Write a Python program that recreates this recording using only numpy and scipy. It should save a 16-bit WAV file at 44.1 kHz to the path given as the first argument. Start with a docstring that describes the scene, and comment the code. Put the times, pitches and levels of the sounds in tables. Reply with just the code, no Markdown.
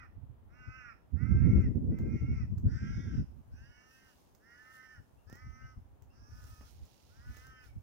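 """A hoarse, crow-like bird calls to the right on an open hillside, rising and falling about every 0.8 s.
Its voice is jittery syrinx pulses and air through gliding throat resonances, scattered by the slope.
Over the faint valley hush, a gust buffets the two microphone ports from about 1.1 to 3.3 s.
Twigs tick and leaves rustle close by; late on, a small bird chirps far off."""
import sys
import numpy as np
from scipy import signal
from scipy.fft import rfft, irfft, next_fast_len
from scipy.io import wavfile
from scipy.ndimage import uniform_filter1d, map_coordinates

SR = 44100
rng = np.random.default_rng(int(sys.argv[2]) if len(sys.argv) > 2 else 0)


def file_out(sig):
    """Save sig as 16-bit WAV at sys.argv[1]."""
    # one column per channel
    cols = np.atleast_2d(sig).T
    # limit, then scale
    lim = np.clip(cols, -1, 1)
    pcm = np.round(lim * 32767).astype(np.int16)
    wavfile.write(sys.argv[1], SR, pcm)


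N = 344862
TIME_S = np.arange(N) / SR
TOP_HZ = 15830

# Hoarse calls, levels relative: start_s, end_s, pitch_hz, climb_hz_per_s, scoop_s, drop_s, attack_s,
# swell_db, low_swell_db, low_hz, middle_hz, upper_hz, edge_hz, low_db, middle_db, upper_db, top_db,
# rough_share, gape_share, left_db, left_treble_db
CALLS = [ (-.45, 0.091, 262, 17.5, 0.042, 0.053, .04, -11, -3, 1320, 2030, 2430, 2840, -47, -51.5, -56.5, -70, 0.26, 0.2, -9, -17),
         (0.48, 0.959, 255, 45, 0.023, 0.065, 0.044, 5, 5.5, 1355, 2100, 2570, 2830, -47.5, -61.5, -60.5, -72, 0.1, 0, -10.5, -11),
         (1.151, 1.698, 270.7, 26.5, 0.043, 0.044, 0.022, 1, -7, 1386, 2126, 2467, 2780, -50.5, -55, -64, -72, 0.15, 0.01, -8, -11),
         (1.882, 2.472, 270.5, 37.5, 0.029, 0.048, 0.016, 11, 12.5, 1364, 2100, 2600, 2800, -61, -59.5, -68, -71.5, 0.18, 0.04, -6, -16),
         (2.653, 3.25, 273, 39, 0.054, .056, 0.052, -11, -15, 1480, 2050, 2740, 3830, -51, -60, -66.5, -61, 0.2, 1, -6.5, -7),
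         (3.502, 4.164, 253.1, 49, 0.083, .036, 0.025, -5, 6, 1390, 1790, 2810, 3030, -65.5, -64.5, -70.5, -69.5, .08, 0, -6.5, -8.5),
         (4.387, 5.018, 259.8, -4.5, .118, 0.028, 0.04, 0, 3.5, 1398, 1883, 3000, 2950, -57, -57, -75, -70.5, .08, 0, -6, -23),
         (5.261, 5.768, 261.9, -10, 0.091, .016, 0.015, -7, 7, 1340, 1944, 2770, 3230, -58.5, -64, -77.5, -68.5, 0.02, 0.03, -4.5, -17),
         (6.089, 6.72, 247.6, 31, .06, 0.023, 0.042, -3.5, 1, 1330, 1740, 2620, 3300, -62.5, -69.5, -77, -66, .18, 0, -4, -35),
         (7.077, 7.713, 253.8, 60.5, 0.065, 0.055, 0.081, -5, -5.5, 1365, 1900, 2790, 3130, -55, -65, -70, -69, 0.06, 0, -6, -42)]
# Response of the low, middle, upper and top resonance to effort: attack_ratio, extra_swell_db
EFFORT_RESPONSE = [(1.57, -2.5), (1.4, -2), (1.25, 5), (0.62, 5.5)]
# Throat shaping around the resonances: freq_hz, gain_db
THROAT_SHAPE = [(950, -4), (1230, -16.5), (3600, 5.5), (4000, -1.5), (4550, -1.5), (4850, 1.5),
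                (6100, -3.5), (7200, -5), (8000, -10.5)]
# Hillside decay: freq_hz, t60_s
HILLSIDE_DECAY = [(500, 0.15), (2000, 0.39), (6000, 0.5), (12000, 0.031)]
# Valley hush: freq_hz, gain_db
VALLEY_SPECTRUM = [(20, -9), (80, 3.5), (250, 2.5), (450, -2.5), (900, -4.5), (1300, -12), (2000, -19.5),
                   (3200, -24), (6000, -39), (16000, -29.5)]
# Light air at the ports: time_s, level_db
AIR_LEVEL = [(0, -56.5), (.8, -56), (1.05, -65.5), (3.6, -58), (3.85, -70.5), (4.85, -72.5), (5.1, -65),
             (5.5, -57.5), (6.1, -57.5), (6.5, -52.5), (6.8, -58), (6.98, -73), (7.25, -49.5),
             (7.55, -59.5), (7.82, -50)]
# Single puffs: centre_s, half_length_s, left_db, right_db
AIR_PUFFS = [(0.238, 0.088, -91, -43), (0.688, .022, -38.5, -60), (1.192, 0.021, -67, -23),
             (1.407, 0.099, -35, -16.5), (1.573, 0.061, -19, -26.5), (2.336, 0.029, -32, -25.5),
             (2.672, 0.032, -24.5, -26), (3.179, 0.057, -31.5, -32), (3.352, 0.064, -64, -46.5),
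             (3.526, 0.033, -43.5, -43), (3.642, 0.058, -52, -46.5), (4.984, 0.034, -50, -52.5),
             (5.304, 0.036, -44, -69), (5.481, 0.037, -43.5, -35), (5.65, 0.03, -46.5, -48.5),
             (5.784, 0.022, -42.5, -45), (6.35, 0.074, -46, -50.5), (6.816, 0.056, -51.5, -47),
             (7.326, 0.041, -43, -42.5), (7.781, 0.022, -43.5, -35)]
# Light buffeting: freq_hz, gain_db
BREEZE_SPECTRUM = [(12, -28), (20, -22), (59, 3.5), (81, 2.5), (130, -3.5), (193, -30), (228, -14),
                   (338, -34), (420, -55), (550, -62), (920, -120)]
# Strong buffeting: freq_hz, gain_db
GUST_SPECTRUM = [(12, -42), (20, -30.5), (68, 6), (102, 4.5), (171, -3), (231, -7.5), (423, -38),
                 (633, -49.5), (1100, -51.5), (1430, -81), (2420, -120)]
# Small fast eddies, relative to the rumble: time_s, level_db
FLUTTER_LEVEL = [(1.1, -16.5), (1.4, -17), (1.62, -9), (1.8, -4), (2.1, -4.5), (2.45, -20.5), (3.3, -11.5),
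                 (3.8, -36.5)]
# Small fast eddies: freq_hz, gain_db
FLUTTER_SPECTRUM = [(100, -15.5), (230, 2.5), (320, -6.5), (480, -19), (800, -43), (1500, -74)]
# Leaf and twig ticks, levels relative: start_s, level_db, body_db, pan_db
TWIG_TICKS = [(1.6179, -52, -24, 14), (1.987, -46.5, -1.5, -13.5), (2.0764, -59, 2, -10.5),
              (2.5822, -52.5, -13, -25.5), (4.184, -55, -25, 0.5), (4.3493, -50, -27, -17.5),
              (5.2987, -48, -16, -13), (5.3277, -50.5, -8, -23.5), (5.3547, -49.5, -14, -21),
              (6.022, -54, -21, -21), (6.4408, -48.5, -38, -18.5), (6.61, -60.5, 10, 0),
              (6.831, -65, -22, 10), (6.853, -46, -29, -2), (7.3687, -39.5, -25, -6.5),
              (7.4686, -48, -33, -18)]
# Bright and dull parts of a tick: freq_hz, gain_db
TICK_BRIGHT = [(500, 3), (3500, -17), (6500, -2.5), (10000, -21), (15000, -5.5)]
TICK_DULL = [(300, 19.5), (1500, 7), (3500, -13), (8000, -33)]
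# Faint high background hiss, rising with the gust, levels relative: time_s, level_db
HISS_LEVEL = [(0, -93.5), (1.08, -91), (1.3, -84.5), (2, -88.5), (5, -83), (6, -88), (7.82, -83)]
# Close leaf stirs, levels relative: centre_s, half_length_s, fizz_db, pan_db, brush_db
LEAF_STIRS = [(3.94, .07, -75.5, 4, -94), (4.12, 0.22, -77.5, 2.5, -86.5), (4.74, 0.21, -79.5, 3.5, -87.5),
              (4.75, .04, -72, -5, -89), (6.49, 0.16, -70.5, -5, -86), (6.69, 0.07, -73.5, -8.5, -78.5),
              (6.96, 0.4, -78, -3.5, -79.5), (7.38, 0.12, -72.5, -5, -78.5), (7.66, .05, -77, -10, -84)]
# Leaf fizz and background hiss: freq_hz, gain_db
FIZZ_SPECTRUM = [(1000, -10), (4000, -5), (6500, -2), (8300, -5.5), (9500, -2.5), (11700, -6.5),
                 (13600, -3), (15000, -2.5), (15800, -4)]
# Sliding leaves: freq_hz, gain_db
BRUSH_SPECTRUM = [(300, 10), (1000, -27), (2000, 3.5), (3300, 7.5), (4200, 7.5), (5500, 8.5), (6800, 4),
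                  (8000, -10), (12000, -18)]
# Distant small bird: start_s, length_s, from_hz, to_hz, level_db
FAR_CHIRPS = [(5.16, 0.053, 2490, 2940, -82), (5.61, 0.05, 2610, 3090, -75),
              (6.082, 0.052, 2490, 2950, -79), (7.65, 0.088, 2404, 2090, -76)]


def amp(db):
    """Decibels to gain."""
    return 10 ** (np.asarray(db) / 20)


def unit(x):
    """Each channel at rms 1."""
    return x / np.sqrt(np.mean(x ** 2, axis=-1, keepdims=True) + 1e-20)


def steady(x, span_s):
    """Swells slower than span_s levelled to rms 1."""
    size = max(int(span_s * SR), 8)
    return x / np.sqrt(np.abs(uniform_filter1d(uniform_filter1d(x ** 2, size), size)) + 1e-14)


def along(points, hz):
    """Table value on a log frequency axis."""
    freq_hz, values = np.transpose(points)
    return np.interp(np.log(hz + 1), np.log(freq_hz + 1), values)


def curve(points):
    """Table value over the scene's time."""
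    return np.interp(TIME_S, *np.transpose(points))


def bell(centre_s, half_length_s):
    """Gaussian swell of height 1."""
    return np.exp(-((TIME_S - centre_s) / half_length_s) ** 2)


def wobble(knots_per_s, t=TIME_S):
    """Smooth random curve."""
    position = (t - t[0]) * knots_per_s
    return map_coordinates(rng.standard_normal(int(position[-1]) + 4), [position])


def wobble_pair(knots_per_s):
    """One random curve per channel."""
    return np.array([wobble(knots_per_s), wobble(knots_per_s)])


def filtered(x, response):
    """x times a frequency response."""
    n = x.shape[-1]
    padded = next_fast_len(n + 8192)
    return irfft(rfft(x, padded) * response(np.fft.rfftfreq(padded, 1 / SR)), padded)[..., :n]


def shaped(x, spectrum):
    """x through a spectrum table."""
    return filtered(x, lambda hz: amp(along(spectrum, hz)))


def noise(spectrum):
    """Uncorrelated stereo noise, rms 1."""
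    return unit(shaped(rng.standard_normal((2, N)), spectrum))


def add(track, start_s, sound):
    """Mix a stereo sound into track."""
    first = round(start_s * SR)
    sound = sound[:, max(-first, 0):]
    part = track[:, max(first, 0):][:, :sound.shape[-1]]
    part += sound[:, :part.shape[-1]]


def panned(sound, pan_db):
    """Stereo placement; pan_db is left minus right."""
    return sound * amp([[pan_db / 2], [-pan_db / 2]])


def throat_resonance(x, hz, width_hz, glide):
    """Steep resonance, its centre moved to hz * glide by warping time."""
    clock = np.cumsum(glide) - glide[0]
    positions = np.interp(np.arange(int(clock[-1]) + 2), clock, np.arange(len(x)))
    warped = map_coordinates(x, [positions], mode="nearest")
    ringing = filtered(warped, lambda f: (1j * f * width_hz / (hz * hz - f * f + 1j * f * width_hz)) ** 3)
    return map_coordinates(ringing, [clock], mode="nearest")


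def syrinx(t, pitch_hz, rough):
    """Jittery pulses and pulsed air; each overtone swells and drifts in phase on its own."""
    jittered_hz = pitch_hz * (1 + .003 * wobble(45, t) + .05 * rough * wobble(220, t))
    phase = 2 * np.pi * np.cumsum(jittered_hz) / SR
    overtones = 0
    for k in range(3, 40):
        gain = amp((4 + k / 10) * wobble(13.5, t))
        drift = 2 * np.pi * rng.random() + 0.35 * wobble(25, t) + 1.2 * rough * wobble(90, t)
        overtones += gain * np.cos(k * phase + drift)
    pulses = unit(overtones) * amp(1.1 * wobble(130, t))
    air = unit(rng.standard_normal(len(t)) * (1 + 0.27 * np.cos(phase)))
    return pulses, air


def call(start_s, end_s, pitch_hz, climb_hz_per_s, scoop_s, drop_s, attack_s, swell_db, low_swell_db,
         low_hz, middle_hz, upper_hz, edge_hz, low_db, middle_db, upper_db, top_db,
         rough, gape, left_db, left_treble_db):
    """Syrinx through the throat; pitch, level and resonances arch with the effort."""
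    scoop_share, drop_share, wander_share = .25, .32, .008
    onset_db, fade_db, release_s, waver_db = 27.5, 31, 0.022, 1.5
    t = np.arange(round(start_s * SR), round(end_s * SR)) / SR
    length_s = end_s - start_s
    age_s, remaining_s, centred_s = t - start_s, end_s - t, t - (start_s + end_s) / 2
    arch = 1 - scoop_share * np.exp(-age_s / scoop_s) - drop_share * np.exp(-remaining_s / drop_s)
    arch *= 1 + climb_hz_per_s * centred_s / pitch_hz
    sung_hz = pitch_hz * arch * (1 + wander_share * wobble(14, t))
    low_env_db, middle_env_db, upper_env_db, top_env_db = [
        (growth_db + extra_db) * centred_s / length_s
        - onset_db * np.exp(-age_s / (attack_s * attack_ratio))
        - fade_db * np.exp(-remaining_s / release_s)
        + waver_db * wobble(13.87, t)
        for (attack_ratio, extra_db), growth_db in zip(EFFORT_RESPONSE, [low_swell_db] + 3 * [swell_db])]
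    pulses, air = syrinx(t, sung_hz, rough)
    breakup = .25 * np.clip(1 - remaining_s / 0.045, 0, 1)  # falling pressure breaks the voice
    # A wide beak in mid-call lifts the upper resonance.
    lift = np.clip(gape * np.exp(-((age_s - 0.61 * length_s) / 0.071) ** 2), 0, 1)
    upper_gain, top_gain = amp(upper_db + upper_env_db), amp(top_db + top_env_db)
    resonances = [
        (low_hz, 330, edge_hz, amp(low_db + low_env_db - 2.86), left_db + 4.5, rough, .07),
        (middle_hz, 265, edge_hz, amp(middle_db + middle_env_db + 1.5), left_db, rough, .7),
        (upper_hz, 560, edge_hz, upper_gain * amp(1.8) * np.sqrt(1 - lift), left_db - 1, rough, .27),
        (3400, 650, edge_hz, upper_gain * amp(1.5) * np.sqrt(lift), left_db, rough, .27),
        (5600, 1500, TOP_HZ, top_gain, left_treble_db, rough + .5, .27),
        (8400, 1800, TOP_HZ, top_gain * amp(-30.5), left_treble_db + 12, rough, .27)]
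    out = np.zeros((2, len(t)))
    for hz, width_hz, cutoff_hz, gain, shade_db, hoarseness, pitch_follow in resonances:
        air_share = np.clip(hoarseness + breakup, 0, 1)
        source = np.sqrt(1 - air_share) * pulses + np.sqrt(air_share) * air
        source = filtered(source, lambda f: amp(along(THROAT_SHAPE, f)
                                                - np.clip((f - cutoff_hz) / 12, 0, 40)))
        voiced = throat_resonance(source, hz, width_hz, glide=arch ** pitch_follow)
        out += steady(voiced, span_s=0.05) * gain * amp([[shade_db], [0]])
    return out * signal.windows.tukey(len(t), .05)


def hoarse_bird():
    """The calls and their scatter; direct sound reaches the left port 0.5 ms before the right."""
    calls = np.zeros((2, N))
    for row in CALLS:
        add(calls, row[0], call(*row))
    lag_s = np.array([[0], [23]]) / SR
    direct = filtered(calls, lambda hz: np.exp(-2j * np.pi * hz * lag_s))
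    return amp(-3) * direct + amp(-13.5) * hillside(calls)


def hillside(x):
    """Diffuse scatter from bushes and slope; the highest treble dies first."""
    hz, t, spectra = signal.stft(rng.standard_normal((2, SR // 2)), SR, nperseg=256)
    decay = amp(-60 * t / along(HILLSIDE_DECAY, hz)[:, None])
    tail = signal.istft(spectra * decay, SR, nperseg=256)[1]
    return signal.fftconvolve(x, tail / np.linalg.norm(tail[0]), axes=1)[:, :N]


def valley():
    """Steady hush of the distant lowland."""
    return amp(-68.5 + 0.35 * wobble(4.7)) * noise(VALLEY_SPECTRUM)


def wind_level_db():
    """Level at each port: light air, one long sagging gust, single puffs."""
    left_start_s, right_start_s, end_s = 1.31, 1.137, 3.23
    peak_db, swirl_db = -27, 0.98
    rise_db_per_s, sag_db_per_s, fall_db_per_s = 452.5, 5, 296
    age_s = TIME_S - np.array([[left_start_s], [right_start_s]])
    gust_db = (peak_db - sag_db_per_s * age_s
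               - rise_db_per_s * np.maximum(-age_s, 0)
               - fall_db_per_s * np.maximum(TIME_S - end_s, 0))
    swirl = amp(swirl_db * wobble_pair(13))
    power = (amp(curve(AIR_LEVEL)) ** 2 + amp(gust_db) ** 2) * swirl ** 2
    for centre_s, half_length_s, left_db, right_db in AIR_PUFFS:
        power += (amp([[left_db], [right_db]]) * bell(centre_s, half_length_s)) ** 2
    return 10 * np.log10(power)


def wind():
    """Eddies thump each port separately; stronger flow makes smaller eddies and a brighter rumble."""
    level_db = wind_level_db()
    force = np.clip((level_db + 46) / 20, 0, 1)
    rumble = np.sqrt(force) * noise(GUST_SPECTRUM) + np.sqrt(1 - force) * noise(BREEZE_SPECTRUM)
    flutter = amp(curve(FLUTTER_LEVEL)) * noise(FLUTTER_SPECTRUM)
    thumps = .3 + np.clip(wobble_pair(34) + .35, 0, 2)
    return amp(level_db) * steady((rumble + flutter) * thumps, span_s=0.088)


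def twig_ticks():
    """Sharp snap and short scrape; stiffer twigs add a dull body and a low push."""
    snap_t60_s, scrape_t60_s, push_t60_s, push_hz = 0.011, 0.24, 0.016, 230
    out, t = np.zeros((2, N)), np.arange(SR // 10) / SR
    envelope = amp(-60 * t / snap_t60_s) + amp(-12 - 60 * t / scrape_t60_s)
    push = amp(15 - 60 * t / push_t60_s) * np.sin(2 * np.pi * push_hz * t)
    for start_s, level_db, body_db, pan_db in TWIG_TICKS:
        snap = rng.standard_normal(len(t)) * envelope
        tick = shaped(snap, TICK_BRIGHT) + amp(body_db) * (shaped(snap, TICK_DULL) + push)
        add(out, start_s, panned(amp(level_db - 7) * tick, pan_db))
    return out


def leaves_and_hiss():
    """Over a faint hiss, leaves fizz, snap as they catch, and brush as they slide near the right port."""
    grain = unit(amp(2.5 * wobble_pair(900)))
    fizz_power, brush_power = amp(curve(HISS_LEVEL)) ** 2, 0
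    for centre_s, half_length_s, fizz_db, pan_db, brush_db in LEAF_STIRS:
        swell = bell(centre_s, half_length_s)
        fizz_power = fizz_power + panned(amp(fizz_db) * swell, pan_db) ** 2
        brush_power = brush_power + (amp(brush_db) * swell) ** 2
    level_db = 10 * np.log10(fizz_power)
    snaps_per_s = 45 * np.clip((level_db + 88.5) / 12, 0, 1)
    snaps = (rng.random((2, N)) < snaps_per_s / SR) * rng.exponential(7, (2, N))
    fizz = amp(level_db + 3) * (noise(FIZZ_SPECTRUM) * grain + shaped(snaps, FIZZ_SPECTRUM))
    brush = np.sqrt(brush_power) * amp(1.1 * wobble(33)) * noise(BRUSH_SPECTRUM) * grain
    return fizz + panned(brush, pan_db=-22.5)


def small_bird():
    """Thin, quavering glides from far off, with hillside scatter."""
    out = np.zeros((2, N))
    for start_s, length_s, from_hz, to_hz, level_db in FAR_CHIRPS:
        t = np.arange(int(length_s * SR)) / SR
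        pitch_hz = np.linspace(from_hz, to_hz, len(t)) * (1 + 0.014 * wobble(400, t))
        chirp = np.hanning(len(t)) * np.sin(2 * np.pi * np.cumsum(pitch_hz) / SR)
        add(out, start_s, panned(amp(level_db) * chirp, pan_db=0))
    return out + amp(0.5) * hillside(out)


def scene():
    """Everything that reaches the two ports."""
    return hoarse_bird() + small_bird() + wind() + leaves_and_hiss() + twig_ticks() + valley()


def record(dry):
    """Hard band limit at TOP_HZ."""
    return filtered(dry, lambda hz: hz < TOP_HZ)


dry = scene()
out = record(dry)
file_out(out)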